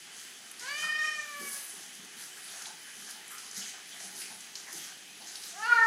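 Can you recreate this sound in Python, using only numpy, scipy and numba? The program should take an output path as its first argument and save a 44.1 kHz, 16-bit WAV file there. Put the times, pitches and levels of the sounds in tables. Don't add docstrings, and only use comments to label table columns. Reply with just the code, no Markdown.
import sys
import numpy as np
from scipy import signal
from scipy.io import wavfile
from scipy.ndimage import uniform_filter1d
from numba import njit

SR = 44100
rng = np.random.default_rng(int(sys.argv[2]) if len(sys.argv) > 2 else 0)


def pcm_store(signal):
    levels = np.round(np.clip(np.atleast_2d(signal), -1, 1) * 32767)
    wavfile.write(sys.argv[1], SR, levels.astype(np.int16).T)


def to_linear_factor(level_db):
    exponent = np.asarray(level_db, float) / 20
    return 10 ** exponent


N = 258760


def level(x, db):
    return x * to_linear_factor(db) / np.sqrt(np.mean(x ** 2))


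def curves(table):
    s, *columns = np.transpose(table)
    return [np.interp(np.arange(N) / SR, s, c) for c in columns]


def walk(rate):
    hold = int(SR / rate)
    steps = np.repeat(rng.standard_normal(N // hold + 1), hold)
    return 1.332 * uniform_filter1d(uniform_filter1d(steps, hold), hold)[:N]


@njit
def svf(x, hz, width):
    y, b, l = np.empty(len(x)), 0., 0.
    g, k = np.tan(np.pi * hz / SR), width / hz
    for i in range(len(x)):
        v = (b + g * (x[i] - l)) / (1 + g * (g + k))
        b, l, y[i] = 2 * v - b, l + 2 * g * v, k * v
    return y


def steep_band(x, hz, width):
    hz, width = float(hz), float(width)
    return svf(svf(x, hz, width), hz, width)


def resonance(f, centre, width):
    return 1 / (1 + (2 * (f - centre) / width) ** 2) ** 2


def meow(table, ring, nasal):
    hz, effort_db, opening, bright_db = curves(table)
    start, end = table[0][0], table[-1][0]
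    t = np.arange(N) / SR - start
    length = end - start
    gate = np.clip(t / 0.0284, 0, 1) * np.clip((length + 0.0206 - t) / 0.033, 0, 1)

    rasp_s = 0.0732
    fades = table[-1][2] < -40
    rasp = np.exp(-np.maximum(t, 0) / rasp_s) + np.exp(np.minimum(t - length, 0) / rasp_s) * fades
    tremble = (0.0018 + 0.01 * rasp) * walk(30) + (0.0022 + 0.01 * rasp) * walk(90)
    hz = hz * (1 + tremble)
    phase = 2 * np.pi * np.cumsum(hz) / SR

    shut_hz, open_hz = 1227, 2505
    mouth_hz = shut_hz + opening * (open_hz - shut_hz)
    second_hz, second_glide, throat_hz, throat_glide, throat_db = ring
    low_db, share, first_db, mouth_width = nasal
    voice = 0
    for k in range(1, 12):
        f = k * hz
        second = resonance(f, second_hz + second_glide * t, 896)
        throat = to_linear_factor(throat_db) * resonance(f, throat_hz + throat_glide * t, 1050)
        skirt = to_linear_factor(-17 - 5.5 * (k - 7))
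        upper = to_linear_factor(bright_db + 2.585 * walk(14)) * (second + throat + skirt)
        mouth = resonance(f, mouth_hz, mouth_width) ** np.where(f > mouth_hz, 1.4, 1)
        gain = to_linear_factor(effort_db) * (mouth + upper)
        if k <= 2:
            gain = to_linear_factor(low_db + share * (effort_db + 39.5) + first_db * (k == 1))
        beat = 1 + min(0.15 * k, 0.45) * (walk(90) + 1j * walk(90))
        voice = voice + 0.8876 * gain * np.imag(beat * np.exp(1j * (k * phase + k * k)))

    breath = steep_band(rng.standard_normal(N), 1650, 960)
    breath_gain = to_linear_factor(effort_db) * (to_linear_factor(-14.5) + to_linear_factor(-1) * rasp)
    return gate * (voice + breath_gain * breath)


def cat():
    # (t/s, f/Hz, effort level/dB, mouth opening/0-1, brightness level/dB)
    calls = [
        [(0.6, 475.7, -65.5, 0.13, -15.5), (0.63, 476.7, -50, 0, -12.5), (0.685, 560.9, -47, 0.37, -6),
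         (0.8, 611.1, -40.5, 0.72, -11), (1.04, 617.9, -32, 0.62, -16), (1.17, 607.9, -40, 0.64, -17),
         (1.28, 589.1, -47.5, .65, -17.5), (1.52, 558.7, -49.5, 0.72, -23), (1.59, 545.3, -59.5, 0, -24.5)],
        [(5.52, 315.4, -65.5, 0, -17), (5.56, 369.1, -56, 0, -24.5), (5.6, 420.7, -45, 0.24, -18.5),
         (5.645, 448.6, -35, 0.38, -14), (5.68, 489.1, -31, 0.22, -18.5), (5.725, 474.7, -18.5, 0.13, -23.5),
         (5.78, 458.5, -19, 0.23, -28.5), (5.82, 451.5, -18.5, 0.28, -54), (5.867, 451.9, -20, 0.17, -42)],
    ]
    # (second start f/Hz, glide/Hz per s, throat start f/Hz, glide/Hz per s, throat level/dB)
    rings = [
        (2977, 148, 4430, 2198, 1),
        (3400, -4800, 5092, -3700, -1.5),
    ]
    # (second partial level/dB, share of effort/1, first under second level/dB, mouth width f/Hz)
    nasals = [
        (-49, 0.29, -10, 1163),
        (-43.5, 0.517, -19, 814),
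    ]
    return sum(meow(*call) for call in zip(calls, rings, nasals))


def swells(events, rise, column=0):
    t = np.arange(N) / SR
    power = 0
    for s, db, *rest in events:
        fall = rest[-1]
        offset_db = rest[0] if column else 0
        drop_db = 10 * np.maximum((t - s) / fall, (s - t) / (rise * fall))
        power = power + to_linear_factor(2 * (db + offset_db - drop_db))
    return power


def rinse():
    # (peak t/s, level/dB, mist level/dB, time to fall 10 dB t/s)
    strokes = [(.2, -53.5, -8.5, 0.11), (.82, -43, -4.5, 0.076), (1.08, -49, -10, 0.39),
               (1.48, -51, 5.5, 0.119), (1.58, -48, 6, .18), (2.05, -54, -1, -0.01),
               (2.54, -47.5, -2.5, 0.08), (2.66, -53, -16, 0.15), (3.02, -54, 0.5, 0.2259),
               (4.05, -45.5, -2, 0.0963), (4.22, -44.5, -2, 0.1087), (4.78, -45.5, -3, 0.0844),
               (4.84, -45.5, -7.5, -0.0684), (5.57, -54.5, -18, -0.22), (5.72, -51, -4, -0.17),
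               (5.85, -45.5, -19, -0.14)]
    # (peak t/s, level/dB, mist level/dB, time to fall 10 dB t/s)
    flicks = [(.31, -52, 0, -0.14), (.518, -77.5, -0.5, 0.3), (.62, -45, -6.5, 0.16),
              (1.835, -50, -4.5, -0.08), (2.19, -50.5, 3.5, 0.2137), (2.42, -57.5, 2.5, 0.6),
              (3.11, -51, -2, 0.08), (3.31, -55, 7, 0.1), (3.39, -50, -3, 0.1255), (3.58, -41, -4, 0.15),
              (3.91, -71, -1, 4.52), (4.41, -55.5, -3.5, 0.21), (4.56, -45.5, -11, 0.06),
              (4.738, -52.5, 5.5, -0.0176), (5.28, -49, -5, 0.14), (5.36, -47, -5.5, 0.15),
              (5.445, -45, -3, 0.1138)]
    trickle_db = -58.5
    power, mist = (to_linear_factor(2 * trickle_db) + swells(strokes, 1.0897, k) + swells(flicks, 0.176, k)
                   for k in range(2))
    splash_db = 10 * np.log10(power)
    heavy_db = 0.544 * (-50 - splash_db)
    return splash_db, 10 * np.log10(mist / power), heavy_db


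def water(spectrum, rate, spread_db, share, flicker_db, surge_db, low_db=0., high_db=0.):
    out = 0
    f, db = np.transpose(spectrum)
    for k, hz in enumerate(np.minimum(49 * 2 ** np.arange(0, 8.5, 1 / 3), 14600)):
        if k % 4 == 0:
            sizes = to_linear_factor(spread_db * np.minimum(rng.exponential(size=N), 3))
            hits = (rng.random(N) < rate * min(hz / 4000, 1) / SR) * sizes
            surge = walk(24.994)
        mix = np.sqrt(1 - share) * rng.standard_normal(N) + np.sqrt(share) * level(hits + 1e-9, 0)
        band_db = np.interp(np.log(hz), np.log(f), db) + 10 * np.log10(hz)
        band = level(steep_band(mix, hz, hz / 3), band_db)
        heavy = low_db * np.clip(np.log2(5000 / hz), 0, 1)
        mist = high_db * np.clip(np.log2(hz / 6200) * 1.92, 0, 1)
        out = out + band * to_linear_factor(heavy + mist + flicker_db * walk(18) + surge_db * surge)
    return out


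def splashes():
    # (f/Hz, level/dB per Hz)
    spectrum = [(240, -26.5), (400, -7), (614, -35.5), (761, -6.5), (1000, -15.5), (1450, -5), (2190, -6),
                (3060, -9.5), (4920, -4.5), (6280, -1.5), (8400, -10), (10100, -7), (15500, -24.5)]
    splash_db, mist_db, heavy_db = rinse()
    unit_db = max(db for hz, db in spectrum if hz > 5000) + 40
    spray = water(spectrum, rate=700, spread_db=5.5, share=0.348, flicker_db=1.623, surge_db=1.37,
                  low_db=heavy_db, high_db=mist_db + 4.5)
    return to_linear_factor(splash_db - unit_db) * spray


def knocks(events, glide, rough, rise_s, wide):
    out = np.zeros(N + SR)
    t = np.arange(SR // 2) / SR
    for s, db, hz, t60 in events:
        tone = np.sin(2 * np.pi * hz * (t + glide * t ** 2 / t60))
        fizz = level(steep_band(rng.standard_normal(len(t)), hz, wide * hz), -4.5)
        shape = (1 - np.exp(-t / rise_s)) * np.exp(-np.log(1000) * t / t60)
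        start = int(s * SR)
        out[start:start + len(t)] += to_linear_factor(db) * shape * ((1 - rough) * tone + rough * fizz)
    return out[:N]


def drops():
    # (t/s, peak level/dB, f/Hz)
    ticks = [(0.513, -30.5, 9700), (0.5951, -28, 6470), (2.62, -30, 6230), (2.6567, -30.5, 3877),
             (2.669, -30, 5980), (3.1041, -34, 10160), (3.279, -34.5, 9600), (3.3816, -33, 5690),
             (3.5123, -31, 6530), (3.5664, -31, 6340), (3.91, -41.5, 3233), (4.0015, -31.5, 6100),
             (4.0339, -35.5, 6098), (4.405, -33.5, 7100), (4.554, -24.5, 4934), (4.5982, -35.5, 6439),
             (4.727, -32.5, 6130), (4.727, -35, 11960), (5.2717, -35, 5970), (5.3553, -28.5, 4370),
             (5.4244, -39.5, 4976), (5.436, -31, 4510)]
    return knocks([(*tick, 0.0293) for tick in ticks], glide=0.247, rough=0.777, rise_s=0.00048, wide=0.72)


def gurgles():
    # (t/s, peak level/dB, f/Hz, t60 t/s)
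    bubbles = [(.82, -35.5, 1286, 0.383), (1.56, -48.5, 790, 0.12), (1.76, -50.5, 352.4, 0.295),
               (2.2, -54.5, 897, 0.1917), (2.377, -40.5, 1834, 0.09), (2.465, -49, 1449, 0.235),
               (2.48, -38.5, 3400, 0.184), (2.52, -52, 733, 0.347), (2.6, -43.5, 1436, 0.288),
               (2.66, -44, 836, 0.332), (2.86, -41, 1636, 0.2), (3.075, -37, 1671, 0.144),
               (3.15, -47.5, 838, 0.236), (3.2, -40.5, 1900, 0.2125), (3.304, -40, 1352, 0.345),
               (3.43, -43, 1040, 0.154), (3.61, -35, 3090, 0.209), (3.91, -37, 3235, 0.196),
               (3.94, -44, 765, 0.094), (4.0, -47, 723.2, 0.27), (4.15, -44, 886.4, 0.093),
               (4.21, -35.5, 2387, 0.22), (4.3, -40.5, 804, 0.154), (4.667, -35.5, 1907, 0.171),
               (4.667, -43, 976, 0.176), (4.78, -41, 3137, 0.41), (4.873, -43, 1513, 0.202),
               (5.2, -43.5, 799, 0.24), (5.21, -37, 4300, 0.092)]
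    return knocks(bubbles, glide=0.16, rough=0.818, rise_s=0.0082, wide=0.308)


def thumps():
    # (t/s, peak level/dB, f/Hz, t60 t/s)
    blows = [(.393, -71, 347.9, 0.264), (.573, -54, 330.4, 0.39), (.8, -51.5, 183.3, 0.57),
             (1.39, -42.5, 223.5, 0.19), (1.408, -35.5, 372, 0.137), (1.76, -50, 189.8, 0.21),
             (1.99, -41, 205.1, 0.238), (2.05, -59, 201.4, 0.1626), (2.16, -50.5, 218.2, 0.305),
             (2.97, -49.5, 211.6, 0.406), (3.57, -39, 193.8, 0.226), (3.933, -56.5, 203.8, 0.39),
             (4.03, -52.5, 190.6, 0.87), (4.155, -44, 208.2, 0.233), (4.17, -45.5, 389.5, 0.224),
             (4.3, -42, 201.8, 0.134), (4.729, -44.5, 348.6, 0.273), (4.75, -47.5, 164.4, 0.304),
             (5.227, -53.5, 328, 0.213)]
    return knocks(blows, glide=0.0061, rough=0.526, rise_s=0.00826, wide=0.54)


def shower():
    # (f/Hz, level/dB per Hz)
    spectrum = [(24, -63), (40, -51), (183, 0), (535, -11), (1080, -14.5), (1850, -4), (2450, -3.5),
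                (3100, 2), (3840, -8.5), (6160, -3), (10400, -14.5), (11800, -29), (12700, -22),
                (14400, -14.5), (15500, -18)]
    spray = water(spectrum, rate=650, spread_db=2.0, share=0.157, flicker_db=1.33, surge_db=0.1309)
    return level(spray, -53)


def nozzle():
    # (f/Hz, width f/Hz, level/dB)
    whistles = [
        (3026, 14, -63),
        (1796, 522.7, -62),
    ]
    out = 0
    for hz, width, db in whistles:
        hiss = level(svf(rng.standard_normal(N), float(hz), float(width)), db)
        out = out + hiss * to_linear_factor(0.5533 * walk(2.37))
    turned_away = np.clip(np.arange(N) / SR - 3.94, 0, 1)
    return out * to_linear_factor(-6.5 * turned_away)


def rumble():
    # (peak t/s, level/dB, time to fall 10 dB t/s)
    surges = [(.21, -77, .24), (.88, -71.5, .24), (1.19, -77.5, .28), (1.93, -84, .14), (4.8, -77, .12),
              (5.86, -82, .04)]
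    floor_db = -94
    envelope = np.sqrt(swells(surges, 0.92) + to_linear_factor(2 * floor_db))
    return envelope * level(steep_band(rng.standard_normal(N), 80.4, 27.0), 0)


@njit
def walls(x, lags, gain, damp):
    line, soft, out = np.zeros((8, 4096)), np.zeros(8), np.zeros(len(x))
    for i in range(len(x)):
        total = 0.
        for k in range(8):
            soft[k] += (1 - damp) * (gain[k] * line[k, (i - lags[k]) & 4095] - soft[k])
            total += soft[k]
            out[i] += soft[k] * (1 - 2 * (k & 1))
        for k in range(8):
            line[k, i & 4095] = x[i] + soft[k] - total / 4
    return out


def bathroom(send):
    t60_s, damp = 0.465, 0.253
    lags = rng.integers(500, 2200, 8)
    return walls(send + 1e-18, lags, to_linear_factor(-60 * lags / SR / t60_s), damp)


def scene():
    voice = cat()
    wet = splashes() + drops() + gurgles() + thumps()
    tiles = bathroom(to_linear_factor(-9) * voice + to_linear_factor(-12.5) * wet)
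    return (to_linear_factor(2.5) * voice + wet + shower() + nozzle() + rumble() + tiles)[None]


def thin_treble(x):
    f, _, z = signal.stft(x, SR, nperseg=2048, noverlap=1024)
    around = uniform_filter1d(np.abs(z), size=61, axis=1)
    small = uniform_filter1d(np.abs(z), size=3, axis=1) < 1.42 * around
    weak = around < to_linear_factor(-77.5)
    z = z * ~(small & weak & (f[:, None] > 11800))
    return signal.istft(z, SR, nperseg=2048, noverlap=1024)[1][:, :N]


def low_pass(x):
    return signal.sosfilt(signal.butter(12, 15710, fs=SR, output="sos"), x)


def record(dry):
    bass_cut = signal.butter(2, 90, "high", fs=SR, output="sos")
    x = thin_treble(signal.sosfilt(bass_cut, dry))
    return low_pass(x)


dry = scene()
out = record(dry)
pcm_store(out)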